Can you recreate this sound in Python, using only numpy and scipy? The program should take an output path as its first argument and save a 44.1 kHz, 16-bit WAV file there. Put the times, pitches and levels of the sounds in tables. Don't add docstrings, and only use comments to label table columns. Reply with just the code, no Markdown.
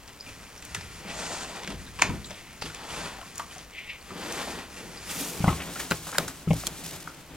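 import sys
import numpy as np
from scipy import signal
from scipy.fft import rfft, irfft, next_fast_len
from scipy.io import wavfile
from scipy.ndimage import uniform_filter1d, map_coordinates

SR = 44100
rng = np.random.default_rng(int(sys.argv[2]) if len(sys.argv) > 2 else 0)


def to_wav(s):
    ch = np.atleast_2d(s).T
    pcm = np.round(np.clip(ch, -1, 1) * 32767)
    wavfile.write(sys.argv[1], SR, pcm.astype(np.int16))


N = 324576
T = np.arange(N) / SR
AGE = np.arange(SR * 3 // 5) / SR

# [t/s, rise/s, fall/s, airflow level/dB, hiss level/dB, hiss upper limit f/Hz,
# hollow f/Hz, hollow level/dB]
BLOW_EVENTS = [(1.05, 0.19, 0.39, -37.5, -45.5, 9300, 620, -43),
               (2.78, 0.28, 0.1, -38.3, -51, 10500, 900, -45.5),
               (4.12, 0.3, 0.21, -36.5, -48, 13600, 255, -41.5)]
# [t/s, rise/s, fall/s, level/dB]
SNIFF_EVENTS = [(.81, 0.021, 0.049, -50.5), (1.07, 0.039, .02, -43), (2.34, 0.042, 0.15, -54.5),
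                (3.775, 0.0078, 0.012, -38.5), (3.89, 0.013, 0.022, -39)]
# [f/Hz, width/Hz, level/dB]
NOSTRIL_MODES = [(2090, 450, 12), (2760, 1240, 8)]
# [f/Hz, level/dB per Hz]
BLOW_SPECTRUM = [(70, -8), (170, 3), (270, 3), (410, 0.5), (630, 2), (1100, 0), (2300, -3.5), (4500, -6.5),
                 (7000, -28)]
# [f/Hz, level/dB per Hz]
HISS_SPECTRUM = [(1500, -58), (3500, -4), (5200, -0.5), (7500, 2.5), (10000, -1), (16000, -9)]
# [t/s, rise/s, fall/s, crumbling level/dB, ground rumble level/dB]
SHOVE_EVENTS = [(.24, 0.0099, 1, -45, -44), (.77, 0.04, 0.091, -81, -44), (1.7, 0.035, 0.29, -73, -34),
                (2.03, 0.069, 0.2, -65, -34), (2.645, 0.011, 0.049, -40, -39),
                (2.9, 0.069, 0.065, -37, -42.5), (3.28, .1, 0.15, -46, -54), (4.72, 0.36, 0.57, -40.5, -65)]
# [t/s, level/dB, f/Hz]
HEAVE_EVENTS = [(0.27, -42, 255), (0.752, -43, 140), (0.767, -34, 87.5), (1.048, -36, 202),
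                (1.674, -30, 200), (1.692, -32, 289), (1.737, -35, 149), (1.8, -43, 93), (2.033, -36, 105),
                (2.046, -24.5, 186), (2.092, -17.5, 73), (2.139, -28.5, 109), (2.64, -31, 158),
                (4.114, -30.5, 178), (5.2, -33, 272)]
# [t/s, level/dB, f/Hz, t60/s]
SMALL_HITS = [(0.199, -39, 4770, 0.02), (0.207, -29, 4930, 0.014), (0.26, -38, 2470, 0.048),
              (.287, -40, 2580, 0.046), (.397, -45, 1200, 0.05), (0.575, -39, 5600, 0.06),
              (0.761, -33, 1720, 0.036), (1.873, -42, 1600, 0.018), (2.243, -32.5, 3920, 0.043),
              (2.253, -37.5, 7400, 0.15), (2.304, -31.5, 610, 0.049), (2.614, -32.5, 4660, 0.13),
              (2.657, -36, 2900, 0.029), (2.698, -36, 1500, .025), (2.9, -34.5, 3130, .04),
              (3.183, -36, 765, 0.03), (3.213, -35.5, 675, 0.054), (3.227, -38, 1070, 0.033),
              (3.394, -24, 1080, 0.039), (3.51, -37, 2900, 0.013), (3.562, -36.5, 700, 0.067),
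              (4.011, -44, 4430, 0.014), (4.104, -32.5, 1190, 0.03), (4.47, -31, 600, 0.031),
              (4.765, -40, 2700, 0.027), (4.972, -35.5, 4800, 0.036), (5.026, -48, 2520, 0.016),
              (5.094, -37, 3420, 0.017), (5.258, -36, 1100, 0.039), (5.342, -38, 607, 0.036),
              (7.074, -25.5, 1280, 0.023)]
# [f/Hz, level/dB per Hz]
CRUMB_SPECTRUM = [(150, -21), (400, 0.5), (850, -0.5), (1300, 1), (1700, 1.5), (2400, 3), (3500, -2),
                  (7000, -2.5), (11000, -5), (16000, -37)]
# [f/Hz, level/dB per Hz]
GROUND_SPECTRUM = [(20, -65), (45, 8.5), (85, -0.5), (170, -4), (350, -12), (900, -45)]
# [t/s, level/dB, tearing tail level/dB re the break, brightness/dB per octave, f/Hz]
SNAP_EVENTS = [(0.077, -35, -10, 10, 1940), (0.09, -43, -22, 13, 2300), (0.624, -29.5, -13, 4.5, 2680),
               (0.651, -27.5, -29, 26, 2420), (0.7472, -16, -24, 3, 2830), (0.7499, -19.5, -33, 2.5, 2050),
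               (0.755, -24, -27, 11, 2400), (0.81, -28, -34, 3, 1820), (1.634, -26.5, -12, 3, 2170),
               (1.675, -20.5, -20, 0.5, 2370), (1.703, -25, -12, 2.5, 2700), (1.989, -24, -11, -2, 2550),
               (1.995, -20, -13, -4, 2420), (2.02, -2.5, -24, 2, 2330), (2.0216, -2.5, -31, -2, 2160),
               (2.031, -28, -17, 12, 2970), (2.042, -33, -17, 4, 2330), (2.063, -27, -14, -2, 2400),
               (2.099, -25.5, -22, -8, 2200), (2.307, -28.5, -9, 5, 2150), (2.614, -32, -3.5, 8, 2020),
               (2.64, -36, -5, 8, 2100), (2.655, -31, -6, 0, 2840), (2.747, -25, -13, 6, 2530),
               (3.214, -30, -28, -3, 3000), (3.357, -29, -28, 19, 2400), (3.38, -20.5, -32, 16, 2410),
               (3.395, -29, -24, 4, 3000), (3.582, -29.5, -16, 10, 2220), (4.324, -21, -27, 17, 2200)]
# [f/Hz, width/Hz, level/dB]
ROOT_MODES = [(980, 137, 8), (1550, 120, 4), (2150, 280, 7), (2960, 450, 0), (3760, 1500, -10.5),
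              (5160, 350, -3), (6270, 440, -1), (8700, 4000, -19.5)]
# [f/Hz, level/dB per Hz]
TEAR_SPECTRUM = [(120, 7), (350, 5.5), (1000, 1), (1700, 1), (2400, 2), (3600, 3.5), (6500, -7.5),
                 (10000, -10), (16000, -38)]
# [t/s, rise/s, fall/s, patter level/dB, sand level/dB]
FLING_EVENTS = [(4.7, 0.15, 0.15, -43, -72), (5.11, 0.093, 0.18, -37.5, -33)]
# [f/Hz, level/dB per Hz]
PATTER_SPECTRUM = [(60, -14), (150, 2.5), (280, 0.5), (400, -1), (600, -4.5), (950, -13), (2000, -19),
                   (5000, -30)]
# [f/Hz, level/dB per Hz]
SAND_SPECTRUM = [(710, -36), (1200, -6), (1630, -13), (2530, -2), (4130, -3), (7330, 0), (12300, -2.5),
                 (15200, -5), (16000, -18)]
# [t/s, level/dB, knock level/dB re the blow, knock f/Hz, sway t60/s,
# tube, crunch and clink level/dB re the blow, clink f/Hz]
BUMP_EVENTS = [(5.404, -17.5, -17, 806, 0.1, -27, -15, -32, 1480),
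               (5.4402, -10.5, -2.5, 760, 0.082, -17, -21, -18, 1456),
               (5.4777, -7, -3.5, 814, 0.087, -10, -19, -18, 2050),
               (5.4865, -30, -3, 900, 0.06, -12, -23, 4.5, 1280),
               (5.504, -34, 0, 905, 0.13, -12, -16, 2, 1265),
               (5.524, -25.5, -4, 795, 0.27, -9.5, -4.5, -7, 1100),
               (5.9096, -24.5, 1, 700, 0.2, -6, 2, 0.5, 1430),
               (6.183, -27.5, 8.5, 624, 0.36, -9, -17, -2, 1290),
               (6.473, -15.5, -17, 485, 0.27, -21, -20, -37, 1160),
               (6.505, -8.5, -8, 580, 0.15, -36, -15.5, -24, 1054),
               (6.548, -26, -13, 520, 0.18, -28, -30, -25, 890)]
# [multiple of SWAY_HZ, level/dB, share of the blow's sway t60]
SWAY_MODES = [(.33, -19.5, 3.5), (.48, -20, 4.7), (.7, -6, 1.33), (1, 5.5, 0.6), (1.21, -32, .9),
              (1.72, -12, 0.75), (2.2, -1.5, 0.14)]
# [multiple of the knock pitch, width as a share of that pitch, level/dB]
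KNOCK_MODES = [(.42, 0.06, -12), (.74, 0.29, 0.5), (1, 0.15, 8.5), (1.36, .3, 2.5), (1.581, 0.27, -1)]
# [f/Hz, level/dB, t60/s]
TUBE_MODES = [(703, 4, 0.097), (890, -9, .07), (1080, 4, 0.25), (1300, 1, 0.16)]
# [f/Hz, width/Hz, level/dB]
CRUNCH_MODES = [(2160, 190, 2.5), (3000, 460, -2)]
# [t/s, level/dB, rattle level/dB re the tick, rattle t60/s,
# bright snap level/dB re the tick, brightness/dB per octave, clack f/Hz of the struck spot]
TICK_EVENTS = [(5.2047, -38, -14, .05, 4, 6, 1500), (5.906, -28.5, -22, .1, 3, -1, 1500),
               (5.9099, -8, -8, 0.14, -24, 3.5, 1490), (5.9185, -3.5, -12.5, 0.11, -30, -2.5, 1510),
               (6.117, -34, -24, 0.045, 2, 8, 1400), (6.182, -2.5, -15, 0.36, -17.5, 2, 1230),
               (6.1834, -1.5, -17, .1, -15, 2.5, 1450), (6.6687, -16, -7, 0.13, -1, 4, 1310),
               (6.674, -27, -18, .1, 5, 7, 1400)]
# [f/Hz, width/Hz, level/dB]
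CASE_MODES = [(280, 89, 3), (636, 480, 0), (3180, 400, -1), (3830, 370, 3), (4900, 380, -1.5),
              (7100, 270, 1.5), (11800, 650, -27)]
# [f/Hz, width/Hz, level/dB]
BRIGHT_SNAP_MODES = [(3240, 820, 2.5), (7600, 2700, 1), (12200, 4400, -5.5)]
# [f/Hz, level/dB per Hz]
RATTLE_SPECTRUM = [(100, 5), (250, 11.5), (620, 4), (900, 1.5), (1350, 1.5), (2500, -4), (5000, -8),
                   (15000, -13)]
# [t/s, rise/s, fall/s, rubbing level/dB, bristle level/dB]
STROKE_EVENTS = [(5.38, 0.096, 0.21, -39, -44.5), (5.74, 0.072, 0.05, -43, -43),
                 (5.93, 0.018, 0.3, -48.5, -47), (6.28, 0.017, 0.19, -50.5, -53.5),
                 (6.54, 0.019, 0.26, -46, -47), (6.85, 0.02, 0.33, -46.5, -59), (7.32, 0.028, .1, -47, -61)]
# [t/s, level/dB, treble level/dB, t60/s, rasp f/Hz]
SCUFF_EVENTS = [(5.602, -22.5, -49, 0.09, 2470), (5.619, -23.5, -47, 0.05, 2360),
                (5.756, -22, -35, 0.085, 2030), (5.794, -20, -21, 0.2, 2400),
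                (6.068, -25, -22.5, 0.15, 1300), (6.126, -21.5, -46, 0.15, 1500),
                (6.147, -19.5, -38, 0.13, 1610), (6.279, -22.5, -19.5, 0.16, 1500),
                (6.531, -43, -21.5, 0.059, 2500), (6.565, -51, -25, 0.067, 1500),
                (6.6, -45, -25, .04, 2500), (6.6358, -23, -39, 0.034, 1410), (6.835, -35, -25, 1, 2800)]
# [f/Hz, level/dB per Hz]
RUB_SPECTRUM = [(35, -33), (60, -3.5), (118, -11), (161, 3.5), (226, -12.5), (259, -2), (462, -11.5),
                (810, -13), (1330, -15), (2290, -17.5), (2810, -20.5), (3500, -20.5), (4550, -28.5),
                (7700, -120)]
# [f/Hz, level/dB per Hz]
BRISTLE_SPECTRUM = [(900, -37), (2200, -6), (3600, -2), (5200, -1.5), (7200, -0.5), (10000, -2),
                    (13000, -6.5), (16000, -12)]
# [f/Hz, t60/s]
WALL_DECAY = [(100, 0.24), (1000, 0.28), (4000, 0.23), (14000, 0.17)]
# [f/Hz, level/dB per Hz]
AIR_SPECTRUM = [(20, -2.5), (50, 5), (110, -1.5), (200, -2.5), (450, -7), (850, -8), (1300, -9),
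                (1700, -11), (2400, -10.5), (3800, -15), (7700, -17), (15500, -22.5)]
# [f/Hz, correlation]
COHERENCE = [(100, 0.89), (400, 0.95), (1000, 0.99), (2500, 1), (5000, 0.78), (9000, 0.51), (15000, 0.26)]
# [f/Hz, phase/rad]
PORT_LAG = [(100, 0), (1500, 0.5), (3500, 0.84), (6000, 1.11), (8500, 1.5), (11500, 4), (15000, -4)]
# [f/Hz, level/dB]
PORT_LEAN = [(50, 1), (300, 2), (1200, 2), (3000, 1), (9000, 0.5), (14000, -1)]

EDGE_S, ROUNDNESS = 0.068, 0.9
BLOW_EDGE_DB, HISS_EDGE_DB, HISS_LEAD_S = 8, 17, 0.0062
BLOW_ROUNDNESS, HISS_ROUNDNESS = 1.15, 2.05
GRIT_DB = -10
SNIFF_EDGE_DB, SHOVE_EDGE_DB, FLING_EDGE_DB, STROKE_EDGE_DB = 4.5, 11, 6, 6.5
CRUMBLE_DB, RUMBLE_DB = -47.5, -46.5
DIG_START_S, DIG_END_S = 0.64, 5.3
PAUSE_S, PAUSE_HALF_S = 3.83, 0.21
CRUMB_DB, CRUMB_SCATTER_DB = -43, 2.5
CRUMB_HZ, CRUMB_OCTAVES, CRUMB_T60_S = 2700, 1, 0.06
TRICKLE_DB, TRICKLE_PER_S = -57, 80
HIT_WIDTH = 4.3
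HEAVE_T60_S = 0.23
ROOT_HZ = 2222
STRAIN_S, STRAIN_DB, TEAR_T60_S = 0.005, -19, 0.16
SWAY_HZ, CLINK_T60_S = 163.8, 0.047
CLACK_WIDTH_HZ, CLACK_DB = 350, 12
AIR_DB, TOP_HZ = -49.7, 16100


def snout():
    air = rush(BLOW_SPECTRUM, grain_db=2) * amp(1.2 * wobble(60))
    grit = specks(rate=160, scatter_db=2.5)
    blow = np.zeros((2, N))
    for s, rise, fall, db, hiss_db, top_hz, hollow_hz, hollow_db in BLOW_EVENTS:
        flow = swell(s, rise, fall, BLOW_EDGE_DB, BLOW_ROUNDNESS)
        hiss = rush(HISS_SPECTRUM, grain_db=0.5)
        hiss = unit(filtered(hiss, lambda hz: 1 / np.sqrt(1 + (hz / top_hz) ** 20)))
        hollow = unit(spread(gritty(grain_db=3.5, size=N), body([(hollow_hz, 0.5 * hollow_hz, 0)])))
        caving = amp(2.8 * wobble(24))
        blow += flow * amp(db) * (air + amp(GRIT_DB) * grit)
        blow += flow * amp(hollow_db - 1.5) * caving * hollow
        hiss_flow = swell(s, rise - HISS_LEAD_S, fall + HISS_LEAD_S, HISS_EDGE_DB, HISS_ROUNDNESS)
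        blow += amp(hiss_db + 5.5) * hiss_flow * hiss

    def nasal(hz):
        return body(NOSTRIL_MODES)(hz) / np.sqrt(1 + (1900 / (hz + 1)) ** 18 + (hz / 3600) ** 4)

    flutter = amp(1.4 * wobble(30))
    draw, = movements(SNIFF_EVENTS, SNIFF_EDGE_DB)
    rasp = unit(spread(gritty(grain_db=0.5, size=N), nasal))
    return flutter * (blow + draw * amp(1.5) * rasp)


def soil_and_small_hits():
    dug_in = np.clip(np.minimum(T - DIG_START_S, DIG_END_S - T) / EDGE_S, 0, 1)
    dug_in = dug_in * np.clip((np.abs(T - PAUSE_S) - PAUSE_HALF_S) / EDGE_S + 1, 0, 1)
    steady = amp([[CRUMBLE_DB], [RUMBLE_DB]]) * dug_in
    crumble, rumble = movements(SHOVE_EVENTS, SHOVE_EDGE_DB) + steady
    clumps = amp(2.5 * wobble(28))
    out = crumble * amp(-5.5) * clumps * rush(CRUMB_SPECTRUM, grain_db=2)
    out += rumble * amp(-7.0) * rush(GROUND_SPECTRUM)
    out += amp(TRICKLE_DB) * (T < DIG_END_S) * specks(TRICKLE_PER_S, scatter_db=-0.5)
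    for s, db, hz in HEAVE_EVENTS:
        modes = [(hz, 0.18 * hz, 0), (2.2 * hz, 1.03 * hz, -7)]
        thud = burst(fade(HEAVE_T60_S, rise=0.00037), modes)
        add(out, s, amp(db - 5) * thud)
        tone = ring([(hz, 0, HEAVE_T60_S)], rise=0.0014, scatter_db=0, chatter_db=-3.5)
        add(out, s, amp(db - 8.5) * tone)
    for s, db, hz, t60 in SMALL_HITS + loose_crumbs(count=8):
        modes = [(hz, HIT_WIDTH * np.sqrt(hz), 0), (1.1 * hz, 0.014 * hz, -10)]
        hit = burst(fade(t60, rise=0.0025), modes, grain_db=3.0)
        add(out, s, amp(db - 4.5) * hit)
    return out


def loose_crumbs(count):
    when = rng.uniform(0, DIG_END_S, count)
    scatter = np.clip(rng.standard_normal((count, 2)), -2, 2)
    return [(s, CRUMB_DB + CRUMB_SCATTER_DB * a, CRUMB_HZ * 2 ** (CRUMB_OCTAVES * b), CRUMB_T60_S)
            for s, (a, b) in zip(when, scatter)]


def roots():
    out = np.zeros((2, N))
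    for s, db, tail_db, bright_db, hz in SNAP_EVENTS:
        modes = [(pitch * hz / ROOT_HZ, width, level) for pitch, width, level in ROOT_MODES]
        modes = brighter(modes, bright_db)
        fracture = crack(modes, t60=0.008, splinter_db=-7)
        strain = (AGE / STRAIN_S) * (AGE < STRAIN_S)
        add(out, s - STRAIN_S, amp(db + STRAIN_DB) * burst(strain, modes))
        add(out, s + 0.00064, amp(db - 6.5) * fracture)
        clumps = amp(3.5 * wobble(140, size=len(AGE)))
        tear = clumps * fade(TEAR_T60_S, rise=0.00021)
        tear = tear * rush(TEAR_SPECTRUM, grain_db=5.5, size=len(AGE))
        add(out, s + 0.0039, amp(db - 2.5 + tail_db) * tear)
    return out


def toss():
    patter, sand = movements(FLING_EVENTS, FLING_EDGE_DB)
    grit = amp(-9) * specks(rate=170, scatter_db=4)
    clumps = amp(1.3 * wobble(45))
    lumps = patter * amp(-1.5) * rush(PATTER_SPECTRUM, grain_db=3.5)
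    return lumps + sand * amp(-2.0) * clumps * (rush(SAND_SPECTRUM, grain_db=3.0) + grit)


def stand():
    out = np.zeros((2, N))
    for s, db, knock_db, knock_hz, t60, tube_db, crunch_db, clink_db, clink_hz in BUMP_EVENTS:
        sway = [(SWAY_HZ * multiple, level, t60 * share) for multiple, level, share in SWAY_MODES]
        add(out, s, amp(db - 4.5) * ring(sway, rise=0.0032, scatter_db=1))
        modes = [(knock_hz * multiple, knock_hz * width, level) for multiple, width, level in KNOCK_MODES]
        knock = crack(modes, t60=0.09, splinter_db=-3)
        add(out, s + 0.00145, amp(db + knock_db - 5.5) * knock)
        clink = ring([(clink_hz, 0, CLINK_T60_S)], rise=0.00099, scatter_db=0)
        add(out, s + 0.00187, amp(db + clink_db - 2.5) * clink)
        tube = ring(TUBE_MODES, rise=0.00055, scatter_db=2, chatter_db=4)
        add(out, s + 0.00156, amp(db + tube_db - 8.0) * tube)
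        crunch = burst(fade(0.065, rise=0.000094), CRUNCH_MODES, grain_db=11.0)
        add(out, s + 0.00142, amp(db + crunch_db - 7.0) * crunch)
    for s, db, rattle_db, t60, snap_db, bright_db, clack_hz in TICK_EVENTS:
        modes = [(clack_hz, CLACK_WIDTH_HZ, CLACK_DB)] + CASE_MODES
        tick = crack(brighter(modes, bright_db), t60=0.0048, splinter_db=-9)
        add(out, s + 0.0011, amp(db - 11.5) * tick)
        bright_snap = burst(fade(0.0072, rise=0.0009), BRIGHT_SNAP_MODES)
        add(out, s, amp(db + snap_db - 2.5) * bright_snap)
        rattle = fade(t60, rise=0.00068) * rush(RATTLE_SPECTRUM, grain_db=1.5, size=len(AGE))
        add(out, s, amp(db - 10.5 + rattle_db) * rattle)
    return out


def flank():
    rub, bristle = movements(STROKE_EVENTS, STROKE_EDGE_DB)
    catching = amp(2.2 * wobble(20))
    out = rub * catching * amp(4.0) * rush(RUB_SPECTRUM, grain_db=0.5)
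    flicking = amp(2 * wobble(30))
    out += bristle * flicking * amp(6.5) * rush(BRISTLE_SPECTRUM, grain_db=2.0)
    for s, db, treble_db, t60, hz in SCUFF_EVENTS:
        snagging = amp(4 * wobble(170, size=len(AGE)))
        stroke = snagging * fade(t60, rise=0.00035)
        rasp = burst(stroke, [(0.5 * hz, 1.0 * hz, -6), (hz, 0.5 * hz, 0)], grain_db=3.5)
        add(out, s, amp(db - 10.0) * rasp)
        treble = stroke * rush(BRISTLE_SPECTRUM, grain_db=2.0, size=len(AGE))
        add(out, s, amp(treble_db - 12.5) * treble)
    return out


def greenhouse(x):
    hz, t, z = signal.stft(rng.standard_normal((2, SR // 2)), SR, nperseg=256)
    decay = np.exp(-np.log(1000) * t / along(WALL_DECAY, hz)[:, None])
    tail = signal.istft(z * decay, SR, nperseg=256)[1]
    tail = spread(tail, np.ones_like)
    mono = x.mean(axis=0)[None]
    return signal.fftconvolve(mono, tail / np.linalg.norm(tail[0]), axes=1)[:, :N]


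def background():
    return amp(AIR_DB) * rush(AIR_SPECTRUM)


def swell(s, rise, fall, edge_db, roundness):
    away = np.interp(T, [s, s + rise, s + rise + fall], [1, 0, 1])
    gate = np.clip(np.minimum(T - s, s + rise + fall - T) / EDGE_S + 1, 0, 1)
    return gate * amp(-edge_db * away ** roundness)


def movements(rows, edge_db):
    return sum(np.outer(amp(levels), swell(s, rise, fall, edge_db, ROUNDNESS))
               for s, rise, fall, *levels in rows)


def crack(modes, t60, splinter_db):
    spray = unit(gritty(grain_db=14.5, size=len(AGE)) * fade(t60, rise=0.00057))
    push = amp(splinter_db) * spray / np.sqrt(len(AGE))
    push[0, 0] += 1
    push[1, 8] += 1
    return crest(spread(push, body(modes)))


def burst(envelope, modes, grain_db=0):
    return crest(spread(gritty(grain_db, len(AGE)) * envelope, body(modes)))


def ring(modes, rise, scatter_db, chatter_db=0):
    def mode(hz, db, t60):
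        chatter = chatter_db * wobble(81, size=len(AGE))
        strength = amp(db + scatter_db * rng.standard_normal() + chatter)
        return strength * fade(t60, rise) * np.sin(2 * np.pi * hz * AGE)
    return crest(sum(mode(*row) for row in modes))


def specks(rate, scatter_db):
    landing = rng.random(N) < rate / SR
    sizes = amp(scatter_db * np.clip(rng.standard_normal(N), -2, 2))
    impulses = landing * sizes * rng.choice([-1, 1], (2, N))
    return unit(spread(impulses, lambda hz: amp(along(CRUMB_SPECTRUM, hz))))


def rush(spectrum, grain_db=0, size=N):
    return unit(spread(gritty(grain_db, size), lambda hz: amp(along(spectrum, hz))))


def gritty(grain_db, size):
    sizes = np.repeat(np.clip(rng.standard_normal(size // 22 + 1), -3, 3), 22)[:size]
    return rng.standard_normal((2, size)) * amp(grain_db * sizes)


def body(modes):
    def response(f):
        return sum((-1) ** k * amp(db) * 1j * f * w / (c * c - f * f + 1j * f * w)
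                   for k, (c, w, db) in enumerate(modes))
    return response


def brighter(modes, bright_db):
    return [(hz, width, level + bright_db * np.log2(hz / 2200)) for hz, width, level in modes]


def spread(pair, response):
    def split(hz):
        turn = np.arccos(np.clip(along(COHERENCE, hz), 0, 1)) / 2
        return response(hz) * np.array([np.cos(turn), np.sin(turn)])
    mid, side = filtered(pair, split)
    return np.array([mid + side, mid - side])


def arrive(x, slant):
    halves = np.array([[0.5], [-0.5]])
    return filtered(x, lambda hz: np.exp(-1j * slant * along(PORT_LAG, hz) * halves))


def filtered(x, response):
    n = x.shape[-1]
    m = next_fast_len(n + 4096, real=True)
    return irfft(rfft(x, m) * response(np.fft.rfftfreq(m, 1 / SR)), m)[..., :n]


def fade(t60, rise):
    return np.exp(-np.log(1000) * AGE / max(t60, 1e-4)) * (1 - np.exp(-AGE / max(rise, 1e-5)))


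def wobble(rate, size=N):
    knots = rng.standard_normal(int(size * rate / SR) + 4)
    return map_coordinates(knots, [T[:size] * rate], order=2)


def along(points, hz):
    f, v = np.transpose(points)
    return np.interp(np.log(hz + 1), np.log(f + 1), v)


def amp(db):
    return 10 ** (np.asarray(db) / 20)


def unit(x):
    return x / np.sqrt(np.mean(x ** 2) + 1e-20)


def crest(x):
    power = np.mean(np.atleast_2d(x) ** 2, axis=0)
    return x / np.sqrt(uniform_filter1d(power, size=88).max() + 1e-20)


def add(track, s, sound):
    start = max(round(s * SR), 0)
    track[:, start:start + sound.shape[-1]] += sound[..., :N - start]


def scene():
    boar = snout() + soil_and_small_hits() + roots()
    earth = toss()
    room = amp(-8.5) * greenhouse(boar + earth) + background()
    out = arrive(boar + room, slant=1.0) + arrive(earth, slant=0.18)
    return out + arrive(stand(), slant=0.84) + arrive(flank(), slant=-0.95)


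def record(dry):
    halves = np.array([[0.5], [-0.5]])
    return filtered(dry, lambda hz: amp(halves * along(PORT_LEAN, hz)) * (hz < TOP_HZ))


dry = scene()
out = record(dry)
to_wav(out)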